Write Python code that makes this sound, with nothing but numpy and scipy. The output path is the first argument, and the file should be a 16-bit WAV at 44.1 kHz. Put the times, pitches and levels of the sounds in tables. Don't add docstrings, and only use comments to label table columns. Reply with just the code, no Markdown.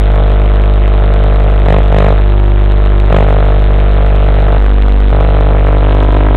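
import sys
import numpy as np
from scipy import signal
from scipy.io import wavfile

SR = 44100
rng = np.random.default_rng(int(sys.argv[2]) if len(sys.argv) > 2 else 0)


def dump_mix(stems):
    frames = np.atleast_2d(stems).T
    limited = np.clip(frames, -1, 1)
    pcm = np.round(limited * 32767).astype(np.int16)
    wavfile.write(sys.argv[1], SR, pcm)


def boost(x):
    u = np.asarray(x, float) / 20
    return 10 ** u


N = 280476

# time into the field in ms, level in V.
SCAN_LEVELS = [(4.6, 0.0), (6.9, -0.23), (8.15, -0.555), (8.9, -0.95), (10.35, -1.09), (10.9, -2.3),
               (13.75, -2.25), (14.15, -1.89), (18.5, -1.02)]
# in V, ms or share as noted.
CONTROL_SCATTER = [
    .015,
    .012,
    .14,
    .06,
    .17,
    .22,
    .5,
    .55,
    .14,
]
# time into the field in ms, grain in V.
DETAIL_GRAIN = [(4.3, .0), (5, .011), (7, .01), (9, .09), (10.6, .1), (11.5, .01), (13.6, .05),
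                (14.3, .014), (20, .004)]
# time in seconds, glare in V.
EXPOSURE_DRIFT = [(0, -.024), (.2, .044), (.45, .005), (.9, -.03), (1.22, .049), (1.6, .005), (2.15, 0),
                  (2.36, -.17), (2.66, -.09), (2.86, -.02), (3.02, -.13), (3.3, .113), (3.45, .054),
                  (3.75, .005), (4.2, .042), (4.55, .064), (5.15, .022), (6.36, -.022)]
# start in s, rise in s, hold in s, release in s, extra glare in V.
EXPOSURE_FLARES = [
    (1.654, .066, .027, .064, .45),
    (1.89, .084, .074, .104, .39),
    (3.088, .044, .01, .102, .56),
]

FIELD_HZ, CONVERTER_HZ = 49.9502, 8000
WIPE_START_S, SPIN_START_S = 4.572, 5.12

GROUND_V, GROUND_PER_V = .174, -.85
BAR_V, BAR_PER_V = .42, .7
ROW2_V, ROW2_PER_V = .66, 2.6
ROW2_PLACE_MS, ROW2_PLACE_SPAN_MS = 2.33, .23
ROW3_PLACE_MS, ROW3_PLACE_MS_PER_V = 3.91, .52
ROW3_LEAST_V, ROW3_FULL_V, KNEE_V, KNEE_WIDTH_V = .09, 3.28, .1, .06
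BEGINS_MS, BEGINS_MS_PER_V, BEGINS_MS_PER_DIM_V, STEADY_V = 18.15, 2.6, 4.6, .1

WIPED_GROUND_V, WIPED_BEGINS_MS, WIPED_PLACE_MS = .29, 18.3, 1.98
WIPED_ROW2_V, WIPED_ROW1_V, WIPED_BAR_V = .45, .12, .5

SPIN_ROW3_STEP_V, SPIN_ROW3_V, SPIN_ROW1_V, SPIN_ROW2_V, SPIN_BAR_V = .58, .8, 1.3, -.55, -.4
SPIN_PLACE_MS, SPIN_POWER = -.5, 1.6


def glare_at(s):
    glare = np.interp(s, *np.transpose(EXPOSURE_DRIFT))
    for start, rise, hold, release, volts in EXPOSURE_FLARES:
        rising = (s - start) / rise
        falling = 1 - (s - start - rise - hold) / release
        glare = glare + volts * np.clip(np.minimum(rising, falling), 0, 1)
    return glare


def layout(s):
    glare = glare_at(s)
    full = 1 / (1 + np.exp((KNEE_V - glare) / KNEE_WIDTH_V))
    spun = s >= SPIN_START_S
    spin = np.clip((s - SPIN_START_S) / (N / SR - SPIN_START_S), 0, 1) ** SPIN_POWER
    ground = GROUND_V + GROUND_PER_V * glare
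    begins = BEGINS_MS + BEGINS_MS_PER_V * np.maximum(glare - STEADY_V, 0)
    begins = begins + BEGINS_MS_PER_DIM_V * np.minimum(glare, 0)
    place = ROW2_PLACE_MS + ROW2_PLACE_SPAN_MS * full + SPIN_PLACE_MS * spin
    row2 = ROW2_V + ROW2_PER_V * np.maximum(glare, -.03) + SPIN_ROW2_V * spin
    row3 = ROW3_LEAST_V + ROW3_FULL_V * full + SPIN_ROW3_STEP_V * spun + SPIN_ROW3_V * spin
    row1 = SPIN_ROW1_V * spin ** 1.5
    bar = BAR_V + BAR_PER_V * glare + SPIN_BAR_V * spin
    shown = [ground, glare, begins, place, row2, row3, row1, bar]
    wiped = np.array([WIPED_GROUND_V, 0, WIPED_BEGINS_MS, WIPED_PLACE_MS,
                      WIPED_ROW2_V, 0, WIPED_ROW1_V, WIPED_BAR_V])
    return np.where((s >= WIPE_START_S) & ~spun, wiped[:, None], shown)


def controls(t):
    field = np.maximum(np.floor(t * FIELD_HZ + .4).astype(int), 0)
    fields = field[-1] + 1
    held = layout(np.arange(fields) / FIELD_HZ)
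    chance = rng.standard_normal((fields, len(CONTROL_SCATTER))).T * np.array(CONTROL_SCATTER)[:, None]
    held[:4] += chance[:4]
    held[4:] = np.maximum(held[4:], 0) * np.maximum(1 + chance[4:-1], 0)
    sway = chance[-1]
    return np.vstack([held, sway])[:, field]


def bump(ms, centre, width):
    return np.exp(-.5 * ((ms - centre) / width) ** 2)


def row(ms, centre, width):
    return bump(ms, centre, width * np.where(ms < centre, 1.3, .65))


def text_rows(ms, glare, place, row2, row3, row1, bar):
    row2_width = .285 + .12 * np.maximum(2.3 - place, 0)
    row3_place = ROW3_PLACE_MS + ROW3_PLACE_MS_PER_V * np.maximum(glare, 0)
    rows = row1 * row(ms, .89, .16)
    rows += row2 * row(ms, place, row2_width)
    rows += row3 * row(ms, row3_place, .245)
    rows += .15 * row2 * bump(ms, place - .6, .17)
    rows += bar * row(ms, 19.45, .2)
    return rows + .1 * bump(ms, 5.3, .1)


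def grain(count):
    band = signal.butter(1, (220, 850), "band", fs=CONVERTER_HZ)
    mottle = signal.lfilter(*band, rng.standard_normal(count))
    specks = rng.standard_normal(count)
    spread_db = 3.0 * np.minimum(rng.exponential(1, count), 4)
    speck_hz = 2000
    pole = np.exp(-2 * np.pi * speck_hz / CONVERTER_HZ)
    specks = signal.lfilter([1], [1, -pole], specks * boost(spread_db))
    return mottle / mottle.std() + boost(-4) * specks / specks.std()


def picture(t):
    ms = t * FIELD_HZ % 1 * 1000 / FIELD_HZ
    ground, glare, begins, place, row2, row3, row1, bar, sway = controls(t)
    share = np.clip(np.maximum((4.6 - ms) / 1.5, (ms - begins) / .75 + .5), 0, 1)
    still = np.interp(ms + sway * bump(ms, 10.6, .7), *np.transpose(SCAN_LEVELS))
    level = still * (1 - share) + ground * share
    glare_shape = 1.55 * bump(ms, 3.1, .42) + .5 * bump(ms, .8, .8) + 1.1 * bump(ms, 5.45, 1.7)
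    glare_shape += .3 * bump(ms, 13.6, .6) - bump(ms, 9.6, .9)
    level += glare * glare_shape
    rows = text_rows(ms, glare, place, row2, row3, row1, bar)
    detail = np.interp(ms, *np.transpose(DETAIL_GRAIN)) * (1 + 1.3 * glare)
    detail += .13 * rows ** .8
    detail += .15 * bump(ms, begins - .35, .6)
    return level - rows + detail * grain(len(t))


def coupling(volts):
    coupling_ms = 10
    keep = np.exp(-1000 / (coupling_ms * CONVERTER_HZ))
    return signal.lfilter([(1 + keep) / 2, -(1 + keep) / 2], [1, -keep], volts)


def converter(volts):
    up, down = 441, 80
    smooth = signal.firwin(numtaps=2 * 16 * up + 1, cutoff=4030, window=("kaiser", 6.6),
                           fs=CONVERTER_HZ * up)
    return signal.resample_poly(np.clip(volts, -1, 1), up, down, window=smooth)


def scene():
    lead = CONVERTER_HZ // 10
    t = np.arange(-lead, N * CONVERTER_HZ // SR + 40) / CONVERTER_HZ
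    leak = coupling(picture(t))
    hiss = boost(-52) * rng.standard_normal(len(t))
    sound = converter(leak + hiss)
    return sound[None, lead * SR // CONVERTER_HZ:][:, :N]


def low_pass(x):
    return signal.sosfilt(signal.butter(12, 16000, fs=SR, output="sos"), x)


def record(dry):
    full_scale = .708
    mix = full_scale * np.clip(dry, -1, 1)
    return low_pass(mix)


dry = scene()
out = record(dry)
dump_mix(out)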